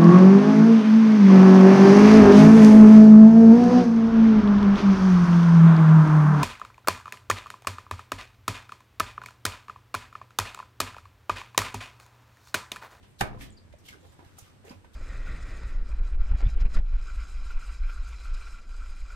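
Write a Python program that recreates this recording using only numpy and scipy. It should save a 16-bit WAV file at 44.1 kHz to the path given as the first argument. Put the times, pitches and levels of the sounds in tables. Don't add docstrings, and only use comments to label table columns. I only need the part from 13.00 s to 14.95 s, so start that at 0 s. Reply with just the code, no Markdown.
import sys
import numpy as np
from scipy import signal
from scipy.fft import rfft, irfft
from scipy.io import wavfile
from scipy.ndimage import uniform_filter1d

SR = 44100
rng = np.random.default_rng(int(sys.argv[2]) if len(sys.argv) > 2 else 0)


def to_linear_factor(level_db):
    exponent = np.asarray(level_db, float) / 20
    return 10 ** exponent


def transcribe(u):
    v = np.clip(np.atleast_2d(u).T, -1, 1)
    q = np.round(v * 32767).astype(np.int16)
    wavfile.write(sys.argv[1], SR, q)


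N = 85995


def evened(x):
    return x / np.sqrt(np.mean(x ** 2) + 1e-20)


def smooth_noise(shape, size):
    return evened(uniform_filter1d(rng.standard_normal(shape), size=size))


def read(points, hz):
    f, value = np.transpose(points)
    return np.interp(np.log(hz + 1), np.log(f + 1), value)


def add(mix, s, sound):
    part = mix[..., round(s * SR):][..., :sound.shape[-1]]
    part += sound[..., :part.shape[-1]]


def ring(hz, t60, rise_s=0.):
    t = np.arange(round(t60 * SR)) / SR
    rise = np.minimum(t / (rise_s + 1e-9), 1)
    return to_linear_factor(-60 * t / t60) * np.sin(2 * np.pi * hz * t) * rise


def resonate(x, hz, width_hz):
    r = np.exp(-np.pi * width_hz / SR)
    return signal.lfilter([1], [1, -2 * r * np.cos(2 * np.pi * hz / SR), r * r], x)


def air():
    # (frequency [Hz], level [dB per Hz])
    air_spectrum = [(12, -22), (20, -25.5), (99, -9.5), (551, -23), (616, -26), (1020, -28.5), (1560, -30),
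                    (8170, -44.5), (16500, -55)]
    # (frequency [Hz], share [0-1])
    likeness = [(60, 0.397), (300, 0.25), (1500, 0.049)]
    air_db, patch_db = -58.5, 0.82
    hum_hz, hum_width_hz, hum_db = 90.4, 15, -64
    insect_hz, insect_width_hz, insect_db = 8200, 600, -81

    frames, hz = N // 256 + 5, np.fft.rfftfreq(1024, 1 / SR)
    a, b, c, d, patches = rng.standard_normal((frames, 513, 5)).T
    patches = uniform_filter1d(patches, size=14, axis=0)
    patches = evened(uniform_filter1d(patches, size=10, axis=1))
    same = np.clip(read(likeness, hz), -1, 1)[:, None]
    left = a + 1j * b
    right = same * left + np.sqrt(1 - same ** 2) * (c + 1j * d)
    z = np.array([left, right]) * to_linear_factor(read(air_spectrum, hz)[:, None] + patch_db * patches)
    wash = evened(signal.istft(z, nperseg=1024, noverlap=768)[1][:, :N])

    noise = rng.standard_normal((3, N))
    hum = resonate(noise[0] + noise[1:] / 2, hum_hz, hum_width_hz)
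    hum = evened(resonate(hum, hum_hz, 2 * hum_width_hz))
    insects = resonate(noise[1:], insect_hz, insect_width_hz)
    insects = evened(resonate(insects, insect_hz, insect_width_hz))
    return to_linear_factor(air_db) * wash + to_linear_factor(hum_db) * hum + to_linear_factor(insect_db) * insects


def bird():
    # (time [s], length [s], level [dB], start pitch [Hz], end pitch [Hz])
    chirps = [
        (0.5, 0.01, -61.5, 8300, 7960),
        (0.511, 0.0306, -69, 7270, 6870),
        (0.567, 0.01768, -60.5, 4994, 4490),
        (0.583, 0.0047, -60.5, 4680, 3810),
        (1.005, 0.0153, -75, 7200, 7100),
        (1.082, .025, -75.5, 7200, 7060),
        (1.130, .02, -78, 8300, 8100),
    ]
    out = np.zeros(N)
    for s, length_s, db, from_hz, to_hz in chirps:
        u = np.arange(round(length_s * SR)) / (length_s * SR)
        flutter = 1 + 0.4 * smooth_noise(len(u), 60)
        phase = 2 * np.pi * np.cumsum(from_hz + (to_hz - from_hz) * u) / SR
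        add(out, s, to_linear_factor(db) * flutter * np.sin(np.pi * u) * np.sin(phase))
    return out


def scuffs():
    # (peak time [s], rise [s], fall t60 [s], level [dB], body [Hz])
    bark_scuffs = [(0.199, 0.012, 0.2, -44, 3900), (0.223, 0.013, 0.15, -37.5, 8900),
                   (0.110, 0.07, 0.37, -74, 8840), (1.080, 0.14, 0.95, -67, 3500),
                   (0.401, 0.026, 0.2, -50.5, 1750), (0.419, 0.0079, 0.12, -46.5, 8370),
                   (0.429, 0.039, 0.16, -46, 3200), (0.470, 0.068, 0.31, -63.5, 864),
                   (0.786, 0.002, 0.13, -63, 5730), (0.870, 0.035, 0.35, -55.5, 3100),
                   (0.887, 0.0016, 0.18, -47.5, 2170), (0.940, 0.01, 0.061, -61, 1500),
                   (1.054, 0.037, 0.265, -75, 7340), (1.135, 0.04, 0.145, -71, 7730),
                   (1.248, 0.0084, 1, -63.5, 1475), (1.376, 0.0099, 0.6, -58.5, 2866),
                   (1.384, 0.00176, 0.072, -51, 10200), (1.389, .003, 0.049, -45.5, 6340),
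                   (1.410, .012, 0.131, -57.5, 7300), (1.482, 0.11, 0.33, -63, 1200),
                   (1.651, 0.005, 0.36, -62.5, 6570), (1.700, 0.046, 0.27, -57, 2470),
                   (1.949, 0.024, 0.25, -59.5, 3400)]
    # (peak time [s], rise [s], fall t60 [s], level [dB], body [Hz])
    wood_drags = [(0.029, 0.0015, 0.21, -60, 2884), (0.044, 0.015, 0.045, -56.5, 870),
                  (0.222, 0.007, 0.188, -28, 1420), (0.260, .03, 0.43, -46, 711),
                  (0.412, 0.0053, 0.1, -39, 1940), (0.728, 0.007, 0.0565, -58, 1940),
                  (0.960, 0.083, 0.41, -61.5, 346), (1.054, 0.036, 0.088, -57.5, 500),
                  (1.135, 0.035, 0.19, -63, 915), (1.192, 0.0049, 0.21, -54, 798),
                  (1.647, 0.0063, 0.3, -53, 440), (1.849, 0.004, 0.063, -57, 1530),
                  (1.675, 0.044, 0.151, -58.5, 1748), (0.400, .08, 0.46, -46, 228),
                  (1.715, .02, 0.14, -52, 597), (0.350, 0.035, 0.38, -53, 1080)]
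    bark_slope_db, drag_slope_db = -5, -8.5
    low_slope_db, low_floor_db = 14, -10
    peak_db, peak_octaves = 4, 0.25
    clicks_per_s, grain_db, clump_db = 12000, 1, 2
    lead_s = 0.1

    out, size = np.zeros((2, N)), 16384
    t, hz = np.arange(size) / SR - lead_s, np.fft.rfftfreq(size, 1 / SR)
    strokes = [(*row, bark_slope_db) for row in bark_scuffs] + [(*row, drag_slope_db) for row in wood_drags]
    for s, rise_s, t60, db, body_hz, high_slope_db in strokes:
        hit = rng.random((2, size)) < clicks_per_s / SR
        grain = to_linear_factor(grain_db * np.minimum(rng.exponential(1, (2, size)), 4))
        clicks = hit * rng.standard_normal((2, size)) * grain
        clumps = to_linear_factor(clump_db * smooth_noise(size, 180))
        octaves = np.log2((hz + 20) / body_hz)
        below_db = np.maximum(low_slope_db * octaves, low_floor_db + octaves)
        skirt_db = np.where(octaves < 0, below_db, high_slope_db * octaves)
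        colour = to_linear_factor(skirt_db + peak_db * np.exp(-(octaves / peak_octaves) ** 2))
        stroke = np.where(t < 0, np.exp(-2 * (t / rise_s) ** 2), to_linear_factor(-60 * t / t60))
        sound = to_linear_factor(db) * stroke * evened(irfft(rfft(clicks * clumps) * colour))
        skip = max(round((lead_s - s) * SR), 0)
        add(out, max(s - lead_s, 0), sound[:, skip:])
    return out


def taps():
    # (time [s], level [dB], pitch [Hz], t60 [s])
    wood_taps = [(0.345, -36, 487, 0.085), (0.345, -39, 1098, 0.046), (0.375, -32.5, 996, 0.024),
                 (0.412, -41, 2350, 0.0176), (0.724, -64, 1895, 0.05), (0.738, -45.5, 583, 0.047),
                 (0.858, -59, 3450, 0.0164), (0.868, -59, 3370, 0.012), (0.885, -38.5, 2124, 0.042),
                 (0.889, -44.5, 3020, 0.035), (0.887, -51, 5807, .03), (0.905, -45.5, 2016, 0.0166),
                 (0.928, -42, 1578, 0.035), (0.936, -43, 1512, 0.026), (0.943, -41.5, 1360, 0.017),
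                 (1.052, -51.5, 440, 0.0108), (1.193, -41.5, 1190, 0.0097), (1.205, -49, 885, 0.039),
                 (1.191, -48.5, 292, 0.067), (1.228, -45.5, 325, 0.031), (1.386, -51.5, 764, 0.052),
                 (1.384, -48, 1285, 0.034), (1.641, -52.5, 600, .03), (1.648, -48, 400, 0.05),
                 (1.650, -51, 793, 0.0073), (1.681, -46, 449, 0.094), (1.682, -52, 2570, .03),
                 (1.696, -42.5, 4790, .02), (1.706, -42, 247, 0.1), (0.499, -52.5, 3200, 0.025),
                 (1.708, -53, 5290, 0.042), (1.712, -33.5, 990, 0.0197), (1.721, -43, 2490, 0.013),
                 (1.727, -56, 1112, 0.025), (1.742, -57, 928, 0.018), (1.844, -46, 916, 0.028),
                 (1.848, -52.5, 524, 0.027)]
    spread, rough = 0.026, 0.5
    tick_db, tick_t60_s = -22, 0.012

    out, t = np.zeros(N), np.arange(441) / SR
    for s, db, hz, t60 in wood_taps:
        tick = evened(resonate(rng.standard_normal(len(t)), 2 * hz, 3 * hz))
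        upper = ring(hz * (1 + spread), t60, 0.000576)
        lower = ring(hz * (1 - spread), t60 / 2, 0.0017)
        add(out, s, to_linear_factor(db) * upper * (1 + rough * smooth_noise(len(upper), 90)))
        add(out, s, to_linear_factor(db - 1.5) * lower)
        add(out, s, to_linear_factor(db + tick_db - 60 * t / tick_t60_s) * tick)
    return out


def thuds():
    # (time [s], level [dB], pitch [Hz], t60 [s])
    floor_thuds = [(0.029, -46, 110, 0.13), (0.222, -17, 57.7, .22), (0.222, -16.5, 118, 0.12),
                   (0.227, -22, 35.4, 0.132), (0.301, -28, 119.7, 0.24), (0.308, -28, 41.5, 0.12),
                   (0.649, -47, 75, 0.17), (1.702, -50, 55.6, 0.14), (0.363, -26, 109, 0.083),
                   (0.400, -40, 35.5, .12), (0.478, -40, 90.7, 0.18), (0.720, -40, 82.3, 0.13),
                   (0.902, -47, 75.7, 0.165), (0.939, -48.5, 84.5, 0.12825), (1.052, -49, 86.6, 0.22),
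                   (1.098, -49.5, 84.3, 0.18), (1.261, -40.5, 90.5, 0.089), (1.422, -40, 99, 0.062),
                   (1.591, -51, 91, 0.14), (1.759, -44.5, 98.5, 0.155), (1.852, -41.5, 72.5, 0.076),
                   (0.95, -41, 404, 0.038), (0.902, -48, 190.6, 0.05)]
    rise_s, lag_spread_s = 0.0034, 0.0011
    out = np.zeros((2, N))
    for (s, db, hz, t60), lag in zip(floor_thuds, rng.standard_normal(len(floor_thuds))):
        thud = to_linear_factor(db) * ring(hz, t60, rise_s)
        add(out[0], s + lag_spread_s * lag, thud)
        add(out[1], s, thud)
    return out


def knock():
    # (time [s], strength [dB], hardness [Hz])
    contacts = [(0.2046, -32.5, 3000), (0.2088, -28, 6000), (0.2091, -22, 10020), (0.2104, -15, 8500),
                (0.2116, -10, 2650), (0.2171, -16, 1920), (0.2211, -16, 1600), (0.2290, -19, 1320),
                (0.2335, -14.5, 1283), (0.2400, -14, 1480), (0.2545, -15.5, 1270), (0.2661, -20, 1500),
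                (0.2800, -21.5, 1200), (0.2909, -23.5, 1200), (0.3100, -27.5, 1090), (0.3300, -27, 1100)]
    # (frequency [Hz], level [dB], t60 [s])
    modes = [(223, -6, .07), (308, -5, .05), (400, -4, 0.056), (485, -3, 0.05), (631, -5.5, 0.052),
             (710, -8.5, .06), (766.4, -3, .06), (873, -4, 0.046), (990, -9.5, 0.045), (1203, -3.5, .05),
             (1600, -3.5, .05), (1741, -3, 0.035), (2305, 0.5, 0.033), (2835, -5.5, 0.03)]
    mode_spread, ring_max_s, rattle = 0.035, 0.06, 0.5
    crack_db, crack_t60_s, crack_low_hz = -1, 0.032, 1200

    out, t = np.zeros((2, N)), np.arange(4410) / SR
    high_b, high_a = signal.butter(2, crack_low_hz, "high", fs=SR)
    for s, db, hard_hz in contacts:
        body = np.zeros((2, SR // 4))
        for hz, mode_db, t60 in modes:
            g = rng.standard_normal(3)
            mode = ring(hz * (1 + mode_spread * g[2]), min(t60, ring_max_s), 0.0013)
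            chatter = 1 + rattle * smooth_noise((2, len(mode)), 260)
            add(body, 0, to_linear_factor(mode_db + g[:2])[:, None] * mode * chatter / 2)
        crack = signal.lfilter(high_b, high_a, rng.standard_normal((2, len(t))))
        add(body, 0, crack * to_linear_factor(crack_db - 60 * t / crack_t60_s))
        r = np.exp(-2 * np.pi * hard_hz / SR)
        dulled = signal.lfilter([1 - r], [1, -r], body)
        add(out, s, to_linear_factor(db) * signal.lfilter([1 - r], [1, -r], dulled))
    return out


def room(x):
    # (frequency [Hz], t60 [s])
    decay = [(100, 0.6), (500, 0.25), (1500, 0.24), (4000, 0.22), (12000, 0.076)]
    sparse = np.zeros((2, SR))
    starts = np.arange(132, SR - 20, 20)
    at = starts + rng.integers(0, 20, (2, len(starts)))
    np.put_along_axis(sparse, at, rng.choice([-1., 1.], at.shape), 1)
    hz, t, z = signal.stft(sparse, SR, nperseg=256)
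    tail = signal.istft(z * to_linear_factor(-60 * t / read(decay, hz)[:, None]), SR, nperseg=256)[1]
    return signal.fftconvolve(x, tail / np.linalg.norm(tail[0]), axes=1)[:, :N]


def scene():
    left_db, knock_lag_s, tap_lag_s = -3, -0.00116, -0.0003
    background, birds = air(), bird()
    rubs = scuffs() * to_linear_factor(np.array([[-1.5], [0]]))
    small, low, blow = taps(), thuds(), knock()
    left = np.roll(blow[0], round(knock_lag_s * SR)) + low[0] + np.roll(small, round(tap_lag_s * SR))
    direct = np.array([to_linear_factor(left_db) * left, blow[1] + low[1] + small])
    far = to_linear_factor(-9) * blow + to_linear_factor(-12) * low + to_linear_factor(-13) * small + to_linear_factor(-5.5) * rubs + to_linear_factor(1.0) * birds
    return direct + rubs + birds * to_linear_factor(6.0) + room(far) + background


def low_pass(x):
    return signal.sosfilt(signal.butter(12, 16660, fs=SR, output="sos"), x)


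def record(dry):
    duck_from_db, duck_share, recover_db_per_s = -38, 0.59, 69.5
    mic_top_hz, mic_edge_hz = 14400, 16050
    power_db = 10 * np.log10(abs(uniform_filter1d((dry ** 2).mean(0), size=400)) + 1e-12)
    fall_db = np.arange(N) * recover_db_per_s / SR
    held_db = np.maximum.accumulate(power_db + fall_db) - fall_db
    over_db = np.maximum(held_db - duck_from_db, 0)
    late_db = signal.lfilter([1 / 882], [1, 1 / 882 - 1], over_db)
    ducked = dry / to_linear_factor(duck_share * late_db)
    mic = signal.firwin2(255, [0, mic_top_hz, mic_edge_hz, mic_edge_hz + 500, SR / 2],
                         [1, 1, 0.0, 0.14, 0], fs=SR)
    return low_pass(signal.oaconvolve(ducked, mic[None], "same"))


dry = scene()
out = record(dry)
transcribe(out)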